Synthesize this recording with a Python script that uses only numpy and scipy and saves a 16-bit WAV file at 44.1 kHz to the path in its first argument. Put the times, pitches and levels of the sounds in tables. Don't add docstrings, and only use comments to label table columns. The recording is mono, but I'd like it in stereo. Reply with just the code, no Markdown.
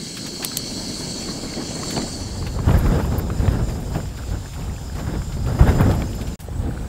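import sys
import numpy as np
from scipy import signal
from scipy.fft import rfft, irfft, next_fast_len
from scipy.io import wavfile
from scipy.ndimage import uniform_filter1d, map_coordinates

SR = 44100
rng = np.random.default_rng(int(sys.argv[2]) if len(sys.argv) > 2 else 0)


def decibels_to_gain(level_db):
    exponent = np.asarray(level_db, float) / 20
    return 10 ** exponent


def wav_out(sig):
    wavfile.write(sys.argv[1], SR, np.round(np.clip(np.atleast_2d(sig).T, -1, 1) * 32767).astype(np.int16))


N = 303393

FADE_START, FADE_END = 1.944, 2.73
DROPOUT_START, DROPOUT_END = 6.358, 6.3915

# (frequency [Hz], density [dB per Hz])
WIND_TONE_NEAR = [(12, -38), (20, 1), (80, -2.5), (108, -1), (159, -2.5), (251, -2.5), (738, -19.5),
                  (1300, -25.5), (2180, -12.5), (2480, -19), (3500, -41), (4550, -52), (7700, -120)]
WIND_TONE_FAR = [(12, -36), (20, -10), (49, 2), (91, -0.5), (386, -20.5), (841, -20), (1020, -25.5),
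                 (1680, -26), (2480, -41), (3500, -42.5), (4550, -52), (7700, -120)]
# (time [s], strength [dB])
WIND_NEAR = [(0, -49), (0.6, -40.5), (1.3, -38), (1.9, -36.5), (2.7, -32.5)]
WIND_FAR = [(2.0, -33), (2.6, -27.5), (2.9, -28.5), (3.3, -28), (3.8, -29), (4.5, -34.5), (5.3, -31),
            (5.8, -28), (6.35, -29.5), (6.42, -36), (6.65, -27), (6.88, -32)]
# (peak time [s], peak level [dB], time to fall 10 dB [s])
BILLOWS = [(2.238, -27.5, 0.152), (2.408, -22.6, 0.112), (2.681, -15.8, 0.099), (2.765, -15.5, 0.082),
           (2.889, -15.5, 0.155), (3.145, -20.7, 0.108), (3.402, -22.3, 0.053), (3.485, -17.1, 0.036),
           (3.611, -20.8, 0.123), (3.989, -23.5, 0.121), (4.322, -21.9, 0.073), (4.54, -30.9, 0.049),
           (4.695, -25.3, 0.115), (4.955, -26.4, 0.06), (5.086, -22.3, 0.038), (5.204, -25.1, 0.137),
           (5.437, -22.1, 0.149), (5.506, -21.0, 0.061), (5.616, -13.5, 0.032), (5.688, -16.1, 0.044),
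           (5.814, -15.8, 0.18), (6.024, -24.4, 0.09), (6.283, -25.8, 0.044), (6.622, -21.7, 0.119),
           (6.818, -25.8, 0.037)]
# (peak time [s], peak level [dB], time to fall 10 dB [s])
FLAPS = [(1.287, -30.0, 0.052), (1.581, -27.6, 0.043), (1.972, -23.5, 0.035), (2.408, -31.0, 0.126),
         (2.693, -19.1, 0.119), (2.745, -23.3, 0.009), (2.856, -21.7, 0.092), (2.926, -21, 0.07),
         (3.0, -22.5, 0.06), (3.12, -21.5, 0.054), (3.155, -24, 0.03), (3.195, -24.6, 0.008),
         (3.439, -25.1, 0.176), (3.533, -28.1, 0.054), (3.586, -29.6, 0.047), (3.955, -23.5, 0.04),
         (4.312, -32.7, 0.159), (4.584, -30.9, 0.054), (4.66, -32.6, 0.085), (4.988, -27.4, 0.074),
         (5.079, -27.5, 0.056), (5.137, -27.8, 0.066), (5.37, -28.4, 0.022), (5.49, -27.0, 0.124),
         (5.605, -18.5, 0.072), (5.684, -18.7, 0.1), (5.755, -23, 0.06), (5.809, -19, 0.101),
         (5.86, -23, 0.05), (5.895, -20.7, 0.06), (5.94, -24, 0.03), (6.005, -25.2, 0.056),
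         (6.186, -36.8, 0.05), (6.618, -35.6, 0.057)]
# (time [s], peak level [dB], pitch [Hz])
SLAMS = [
    (2.659, -15, 66),
    (3.394, -9, 69.6),
    (3.481, -5, 87),
    (5.606, -4, 74.4),
]
# (time [s], peak level [dB], top frequency [Hz], left-right difference [dB])
WHIPS = [(1.964, -20, 4000, -1), (1.977, -17, 5500, -1), (2.018, -22, 3600, -2), (2.707, -19.5, 4500, -7),
         (2.798, -27, 3200, 2), (2.864, -25, 2500, 0), (2.998, -21, 2000, 0), (3.048, -23, 2300, 2),
         (3.196, -24.5, 2400, 0), (3.3011, -24, 1800, 4), (3.4544, -27, 2600, 0), (3.479, -16, 4170, -1),
         (3.6864, -27, 2600, 2.5), (3.9499, -24, 3300, 0), (4.001, -26, 2500, 3), (5.5915, -21, 3500, 1),
         (5.609, -19, 3800, 3.5), (5.6902, -18, 7000, -7), (5.7861, -22, 2600, 3.5),
         (5.815, -16.5, 4000, 2.5), (5.9121, -21, 9000, 2), (5.939, -21, 3600, 0), (6.0198, -23, 8000, -2)]

# (frequency [Hz], ratio [dB])
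SPREAD = [(25, -32), (100, -34), (250, -13.5), (640, -3.5), (1400, -13.5), (3000, 0.5), (7000, -4),
          (15000, -0.5)]
# (frequency [Hz], level difference [dB])
TILT = [(60, 0.5), (110, 0.64), (200, 2.2), (380, 2.7), (700, 2.4), (1290, 5), (2380, 2.8), (4400, 0.28),
        (8120, 7), (15000, 1.8)]
# (frequency [Hz], phase lead [rad])
LEAD = [(20, -0.5), (100, 0.31), (300, -0.93), (860, 0.88), (1550, 2), (3000, 3), (5000, 13), (7240, 20),
        (16000, 23)]

# (time [s], peak level [dB], centre [Hz], left-right difference [dB])
KNOCKS = [(0.5162, -20, 1280, 0), (1.8303, -13.5, 1080, 0), (1.8325, -16, 1250, 0),
          (1.9639, -26, 1230, -0.5), (1.9774, -22, 1038, -1), (2.4249, -19, 1080, 1),
          (2.5895, -15, 1080, 2), (2.6924, -7.5, 930, -5), (2.8629, -15, 1010, -10),
          (2.9991, -28, 1290, -3), (3.048, -23, 1020, 0), (3.1961, -32, 1660, 1), (3.3009, -18, 1300, 8),
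          (3.437, -39, 1200, -1), (3.48, -20, 1150, -2), (3.9489, -23, 1190, 5), (3.958, -17, 710, 1),
          (4.9861, -18, 1110, 8), (5.218, -22, 1590, 5), (5.4735, -20, 1160, 3), (5.5907, -26, 1100, 8),
          (5.6077, -13, 1160, 5), (5.6914, -20, 1180, -4), (5.7857, -14, 1170, 0), (5.8114, -16, 1090, 3.5),
          (6.485, -16.5, 470, -2), (6.775, -22.5, 1490, 3)]
# (time [s], peak level [dB], centre [Hz], left-right difference [dB])
TICKS = [(1.5369, -20, 2116, 0), (1.9627, -18, 3030, 0), (1.9759, -17, 4200, -2), (2.0188, -17, 2020, -0.5),
         (2.4648, -21, 2670, -2), (2.6828, -21, 2960, -3), (2.7067, -28, 2080, -7), (3.458, -26, 3660, 0),
         (3.481, -28, 1900, 5), (3.695, -25.5, 2040, 0.5), (3.9544, -32, 2730, 1.5),
         (5.6144, -15.5, 1900, -3), (6.0197, -18.5, 2300, -7), (6.1315, -23.5, 2940, -1)]
# (time [s], peak level [dB], centre [Hz], left-right difference [dB])
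BRUSH = [
    (.398, -17.5, 630, 0),
]
# (time [s], peak level [dB], pitch [Hz], length [s])
DRIPS = [(3.187, -29, 14100, .011), (4.186, -33, 1500, .004), (4.194, -33, 1400, .004),
         (4.235, -33, 1350, .004), (4.353, -33, 1500, .004), (4.4576, -33, 1650, .004),
         (4.563, -33, 1400, .004), (4.6202, -36, 2500, .003), (4.697, -35, 2000, .003),
         (4.7634, -36, 2500, .003), (4.782, -35, 1600, .004), (4.8981, -33, 1620, .004),
         (5.0687, -32, 1400, .004), (6.064, -42, 6400, .02), (6.267, -38, 5500, .005),
         (6.329, -42, 3800, .005), (6.709, -33, 1500, .004), (6.765, -35, 1400, .004)]
# (time [s], peak level [dB], level under 4 kHz [dB], left-right
# difference [dB])
RUSTLES = [(0.168, -24.5, 7, 0), (0.2634, -29.5, 5, 0), (1.904, -21.5, 5.5, 0), (2.4655, -33.5, 11.5, -1),
           (2.775, -27, -13, 3.5), (3.025, -33, -9, 2.5), (3.696, -34, 2, 3), (3.7994, -34, -15, 5.5),
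           (3.896, -38, -9, 6), (4.1704, -35.5, 6, 7), (4.534, -33, 6.5, 6), (4.949, -35.5, 2, 3.5),
           (4.9933, -35, 7.5, 1), (5.3216, -40, 11, 7), (5.4595, -36, 8, 0), (5.5918, -35, 4, -2),
           (5.689, -31, -3, -7), (5.899, -33, 4, -6), (5.912, -28, 4, -1), (6.21, -30, 5, 1),
           (6.27, -32, 4.5, 4), (6.4006, -28, -3.5, 2.5), (6.4174, -40, -15, 2.5), (6.4344, -35, -14, 3.5),
           (.4256, -29, 12, 0),
    (.441, -33, 12, 0),
]
# (time [s], peak level [dB], left-right difference [dB])
LID_TAPS = [(2.6978, -40, 2), (2.7244, -37, 1), (2.7867, -28.5, 5), (2.8794, -36, -2), (3.054, -36, -3),
            (3.181, -23, 0), (3.5239, -40, 4), (5.673, -33, -5), (5.8072, -23.5, -1.5), (5.9494, -35, 2),
            (6.1504, -35, 9)]
# (frequency [Hz], width [Hz], level [dB])
RIM = [(11500, 270, 0), (11600, 300, -8)]
# (frequency [Hz], width [Hz], level [dB])
DOME = [(10900, 600, -2), (14150, 250, 4), (15150, 350, -2), (12200, 400, -16), (8500, 200, -12)]

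# (time [s], burst level [dB], length [s], echo level [dB], echo decay by 60 dB [s])
CRACKLES = [
    (.4474, -19, .0026, -9, .06),
    (.5708, -17.5, .0026, -7, .05),
]
# (time [s], peak level [dB])
SPIKES = [(.4475, -9), (.4479, -4), (.4489, -7), (.4495, -7.5), (.571, -5), (.5713, -7), (.5726, -6),
          (.5729, -6.5)]
# (frequency [Hz], density [dB per Hz])
SPARK_TONE = [(470, -20), (1200, -10), (2200, -10), (3200, -3), (5440, -1.5), (9000, 0), (14500, -1),
              (16000, -20)]

# (frequency [Hz], density [dB per Hz])
HISS_NEAR = [(1200, -42), (2000, -29.5), (3650, -14), (4400, -7), (5700, -13.5), (8000, -10), (9000, -15),
             (10200, -23), (12500, -22), (16000, -19)]
HISS_FAR = [(1200, -36), (2000, 7.5), (3000, -1), (4300, -2.5), (5900, -2.5), (8000, -4.5), (10500, -11),
            (14800, -8), (16000, -9.5)]
HISS_LAST = [(1180, -32), (2000, -4), (3170, -12.5), (3810, -14), (6470, -13), (7770, -5), (11400, -15.5),
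             (16000, -9)]
# (frequency [Hz], width [Hz], lift [dB])
HEAD_NEAR = [(1900, 190, -12), (2200, 160, -1.5), (2500, 190, -8), (3240, 180, 6.5), (3630, 170, -9),
             (4280, 570, 8.5), (5300, 280, 5), (5950, 270, 8.5), (6700, 170, 6), (6850, 130, -3),
             (7850, 200, 5), (8450, 200, 2), (10300, 300, -2), (10900, 350, 9)]
HEAD_SHIFTED = [(3200, 200, 1), (3600, 200, -5), (4430, 450, 5), (4470, 160, 4), (5250, 230, 2),
                (5950, 200, 7.5), (6400, 250, 5.5), (6800, 130, 4), (7200, 280, 8.5), (7650, 150, 8),
                (7900, 120, -2), (8180, 180, 6), (10300, 300, 2), (10900, 400, 9.5)]
HEAD_FAR = [(5050, 480, 5.6), (7230, 400, 9.2), (9140, 890, 2), (11800, 510, 5.6)]
# (time [s], share moved [0-1])
POT_SHIFT = [(0, 0), (.8, 0.2), (1, .6), (1.6, 0.7), (1.8, 1), (2.6, 0.7)]
# (time [s], level [dB])
GAS_FLOW = [(0, -1.5), (.4, -0.5), (.65, 0.2), (1.25, 0), (1.6, -2), (1.9, 1.4), (2.3, 0.5)]
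# (whistle [dB], hiss [dB], air [dB])
JET_NEAR_DB = (-35, -37, -51.5)
JET_FAR_DB = (-48, -47.5, -54)
JET_LAST_DB = (-51.5, -55, -55)
# (whistle [dB per dB], hiss [dB per dB], air [dB per dB])
STIRRED = (0.2, 0.025, 0.41)

CALM_NEAR_DB, CALM_FAR_DB = -40, -30
# (level [dB], growth [dB per dB])
ROAR_NEAR, CLATTER_NEAR = (-32.5, 0.34), (-42, 0.95)
ROAR_FAR, CLATTER_FAR = (-33, 2.1), (-44.5, 0.72)


def unit(x):
    return x / np.sqrt(np.mean(x ** 2) + 1e-20)


def along(points, hz):
    f, v = np.transpose(points)
    return np.interp(np.log(hz + 1), np.log(f + 1), v)


def curve(rows):
    s, values = np.transpose(rows)
    return np.interp(np.arange(N) / SR, s, values)


def wobble(rate):
    knots = rng.standard_normal(int(N * rate / SR) + 4)
    return map_coordinates(knots, [np.arange(N) * rate / SR])


def filtered(x, response):
    n = x.shape[-1]
    m = next_fast_len(n + 4096)
    return irfft(rfft(x, m) * response(np.fft.rfftfreq(m, 1 / SR)), m)[..., :n]


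def band(hz, lo_hz, hi_hz):
    return 1 / np.sqrt((1 + (lo_hz / (hz + 1)) ** 8) * (1 + (hz / hi_hz) ** 8))


def lift(modes, hz):
    return decibels_to_gain(sum(db * np.exp(-2 * ((hz - c) / w) ** 2) for c, w, db in modes))


def patches(shape, bins, frames):
    smooth = uniform_filter1d(rng.standard_normal(shape), size=bins, axis=0)
    return unit(uniform_filter1d(smooth, size=frames, axis=1))


def rush(colour, patchy_db, stereo, banded_db=0):
    z = signal.stft(rng.standard_normal((2, N)), nperseg=512)[2]
    eddies = patches(z.shape[1:], 6, 8)
    bands = patches(z.shape[1:], 3, 70)
    pair = signal.istft(z * decibels_to_gain(patchy_db * eddies + banded_db * bands), nperseg=512)[1][:, :N]

    def shared_and_apart(hz):
        turn = stereo * np.arctan(decibels_to_gain(along(SPREAD, hz)))
        return colour(hz) * np.array([np.cos(turn), np.sin(turn)])

    half = np.array([[.5], [-.5]]) * stereo

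    def ear_offset(hz):
        return decibels_to_gain(half * along(TILT, hz)) * np.exp(1j * half * along(LEAD, hz))

    mid, side = filtered(pair, shared_and_apart)
    ears = filtered(np.array([mid + side, mid - side]), ear_offset)
    return ears / np.sqrt(np.mean(ears.mean(axis=0) ** 2))


def view_shares():
    far = np.clip((np.arange(N) / SR - FADE_START) / (FADE_END - FADE_START), 0, 1)
    return 1 - far, far


def add(track, s, sound, pan_db):
    spot = track[:, round(s * SR):][:, :sound.shape[-1]]
    spot += (sound * decibels_to_gain([[pan_db / 2], [-pan_db / 2]]))[:, :spot.shape[1]]


def puff(s, t60, colour, attack):
    t = np.arange(SR // 6) / SR
    noise = rng.standard_normal((2, len(t)))
    if s <= (FADE_START + FADE_END) / 2:
        noise = noise[[0, 0]]
    burst = filtered(noise, colour) * decibels_to_gain(-60 * t / max(t60, .005)) * (1 - np.exp(-t / attack))
    return burst / np.abs(burst.mean(axis=0)).max()


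def swells(rows, rise):
    t = np.arange(0, N + 64, 64) / SR
    s, db, fall_s = np.transpose(rows)
    after = (t[:, None] - s) / fall_s
    power = decibels_to_gain(db - 10 * np.maximum(after, -after / rise)) ** 2
    return np.interp(np.arange(N) / SR, t, np.sum(power, axis=1))


def gusts():
    booms = decibels_to_gain(2 * 0.2) * swells(BILLOWS, rise=1)
    flaps = decibels_to_gain(2 * 1.75) * swells(FLAPS, rise=.28)
    events = [booms, flaps, flaps * decibels_to_gain(-10.5) ** 2]
    views = [(WIND_NEAR, CALM_NEAR_DB, ROAR_NEAR, CLATTER_NEAR),
             (WIND_FAR, CALM_FAR_DB, ROAR_FAR, CLATTER_FAR)]
    gains = []
    for strength, calm_db, roar, clatter in views:
        above_calm = curve(strength) - calm_db
        layers = zip([(calm_db, 1), roar, clatter], events)
        gains.append([np.sqrt(decibels_to_gain(db + grows * above_calm) ** 2 + power) for (db, grows), power in layers])
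    return gains


def evened(x, span, depth):
    power = uniform_filter1d(x.mean(axis=0) ** 2, size=round(span * SR))
    return x / (np.abs(power) + 0.012) ** (np.clip(depth, 0, 1) / 2)


def wind():
    near, far = view_shares()
    lumps = 0.83 * wobble(24) + 0.88 * wobble(70)
    out = 0
    # (low [Hz], near top [Hz], far top [Hz], lumps [dB], patches [dB], evenness [0-1])
    layers = [(20, 128, 146, 0.45, 0.7, 0.59),
              (144.6, 490, 515, 0.92, 2.06, 0.6),
              (532, 1230, 5500, 1.66, 1.84, 1.0)]
    for near_gain, far_gain, layer in zip(*gusts(), layers):
        lo_hz, near_hz, far_hz, lump_db, patchy_db, depth = layer
        close = rush(lambda hz: decibels_to_gain(along(WIND_TONE_NEAR, hz)) * band(hz, lo_hz, near_hz), patchy_db, stereo=0)
        tent = rush(lambda hz: decibels_to_gain(along(WIND_TONE_FAR, hz)) * band(hz, lo_hz, far_hz), patchy_db, stereo=0.91)
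        out = out + near * near_gain * evened(close, 0.04, depth) * decibels_to_gain(1.23 * lump_db * lumps)
        out = out + far * far_gain * evened(tent, 0.071, depth) * decibels_to_gain(lump_db * lumps)
    return out


def slams():
    out = np.zeros((2, N))
    for s, db, pitch_hz in SLAMS:
        u = np.arange(round(1.3 * SR / pitch_hz)) * pitch_hz / SR
        add(out, s, -decibels_to_gain(db) * np.sin(2 * np.pi * u) * np.sin(np.pi * u / 1.3), .6)
    return out


def snaps():
    strike = rng.random(N) < 110 / SR
    size = decibels_to_gain(4 * np.minimum(rng.exponential(size=N), 2)) * strike
    decay = decibels_to_gain(-60 * np.arange(SR // 50) / SR / 0.012)
    noise = [[1, 0.57], [1, -0.56]] @ rng.standard_normal((2, N))
    grains = signal.fftconvolve(size, decay)[:N] * noise
    grains = unit(filtered(grains, lambda hz: band(hz, 280, 1700) + decibels_to_gain(-24) * band(hz, 1500, 4500)))
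    far_clatter = gusts()[1][2]
    return view_shares()[1] * far_clatter * decibels_to_gain(-9 + np.array([[1.5], [-1.5]])) * grains


def whips():
    out = np.zeros((2, N))
    for s, db, top_hz, pan_db in WHIPS:
        colour = lambda hz: band(hz, 350, top_hz) * (500 / (hz + 500)) ** 1.5
        crack = puff(0, .03, colour, attack=.0004)
        add(out, s, decibels_to_gain(db) * crack, pan_db)
    return out


def knocks():
    out, t = np.zeros((2, N)), np.arange(SR // 6) / SR
    for rows, t60 in [(KNOCKS, .024), (TICKS, .022), (BRUSH, .35)]:
        for s, db, centre_hz, pan_db in rows:
            colour = lambda hz: band(hz, .75 * centre_hz, 1.5 * centre_hz)
            ring = np.sin(2 * np.pi * centre_hz * t) * decibels_to_gain(-60 * t / min(t60, .05)) * (1 - np.exp(-t * 2500))
            blow = 0.76 * puff(s, t60, colour, attack=0.00035) + ring
            add(out, s, decibels_to_gain(db - 8.5) * blow, pan_db)
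    return out


def drips():
    out = np.zeros((2, N))
    for s, db, pitch_hz, length in DRIPS:
        t = np.arange(round(length * SR)) / SR
        ping = np.sin(2 * np.pi * pitch_hz * t * (1 + .01 * t / length))
        add(out, s, decibels_to_gain(db) * np.sin(np.pi * t / length) * ping, 3)
    return out


def rustles():
    out, t60 = np.zeros((2, N)), 0.09
    for s, db, low_db, pan_db in RUSTLES:
        edge_hz = 4500 if low_db > -5 else 9500
        bright = puff(s, t60, lambda hz: band(hz, edge_hz, 17000), attack=.004)
        lower = puff(s, t60, lambda hz: band(hz, 1060, 4100), attack=0.0012)
        add(out, s, decibels_to_gain(db - 5.0) * (bright + decibels_to_gain(low_db) * lower), pan_db)
    return out


def lid():
    out = np.zeros((2, N))
    for s, db, pan_db in LID_TAPS:
        modes = DOME if db > -27 else RIM

        def colour(hz):
            return np.sqrt(sum(decibels_to_gain(level) ** 2 / (1 + (2 * (hz - c) / w) ** 2) for c, w, level in modes))

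        add(out, s, decibels_to_gain(db - 1.0) * puff(s, 0.055, colour, attack=0.0007), pan_db)
    return out


def crackles():
    out, t = np.zeros((2, N)), np.arange(SR // 16) / SR
    spark = lambda hz: decibels_to_gain(along(SPARK_TONE, hz))
    for s, db, length, echo_db, t60 in CRACKLES:
        noise = unit(filtered(rng.standard_normal(len(t)), spark))
        add(out, s, decibels_to_gain(db) * noise * np.where(t < length, 1, decibels_to_gain(echo_db - 60 * t / t60)), 0)
    click = 1. * (np.arange(64) == 32)
    snap = np.gradient(filtered(click, lambda hz: spark(hz) / (hz + 500)))
    for s, db in SPIKES:
        add(out, s - 32 / SR, decibels_to_gain(db) * snap / np.abs(snap).max(), 0)
    return out


def jet():
    near, far = view_shares()
    last = np.arange(N) / SR > DROPOUT_START
    shift = np.clip(curve(POT_SHIFT), 0, 1)
    flow_db = curve(GAS_FLOW)
    flutter = wobble(14) + 1.23 * wobble(45)
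    stir = gusts()[1][2] / decibels_to_gain(CLATTER_FAR[0])
    edge = rush(lambda hz: lift(HEAD_NEAR, hz) * band(hz, 1730, 2620), patchy_db=2.0, stereo=0)
    out = near * decibels_to_gain(-45.5) * edge
    bands_hz = [(2600, 5500), (5700, 9750), (9600, 23000)]
    layers = zip(JET_NEAR_DB, JET_FAR_DB, JET_LAST_DB, STIRRED, bands_hz)
    for near_db, far_db, last_db, stirred, (lo_hz, hi_hz) in layers:

        def hiss(tone, modes, patchy_db, stereo):
            colour = lambda hz: decibels_to_gain(along(tone, hz)) * lift(modes, hz) * band(hz, lo_hz, hi_hz)
            return rush(colour, patchy_db, stereo, banded_db=.6 + .2 * stereo)

        before = hiss(HISS_NEAR, HEAD_NEAR, 2.1, stereo=0)
        moved = unit(filtered(before, lambda hz: lift(HEAD_SHIFTED, hz) / lift(HEAD_NEAR, hz)))
        close = decibels_to_gain(near_db + flow_db + .5 * flutter) * ((1 - shift) * before + shift * moved)
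        last_hiss = hiss(HISS_LAST, [], 1.9, stereo=0.97)
        far_hiss = hiss(HISS_FAR, HEAD_FAR, 1.83, stereo=0.98)
        away = np.where(last, last_hiss, far_hiss)
        away_gain = stir ** stirred * decibels_to_gain(np.where(last, last_db, far_db) + 0.47 * flutter)
        out = out + near * close + far * away_gain * away
    return out


def scene():
    tent = wind() + slams() + snaps() + whips()
    handling = knocks() + drips() + rustles() + lid()
    return tent + handling + crackles() + jet()


def top_cut(x):
    return signal.sosfilt(signal.butter(12, 16830, fs=SR, output="sos"), x)


def record(dry):
    t = np.arange(N) / SR
    gap = (t > DROPOUT_START) & (t < DROPOUT_END)
    fade_db = -26 - 2000 * (t - DROPOUT_START) * gap
    mix = np.where(gap, decibels_to_gain(fade_db), 1) * dry
    mix = filtered(mix, lambda hz: hz < 15740)
    mix = mix / (1 + np.abs(mix / .99) ** 8) ** (1 / 8)
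    return top_cut(mix)


dry = scene()
out = record(dry)
wav_out(out)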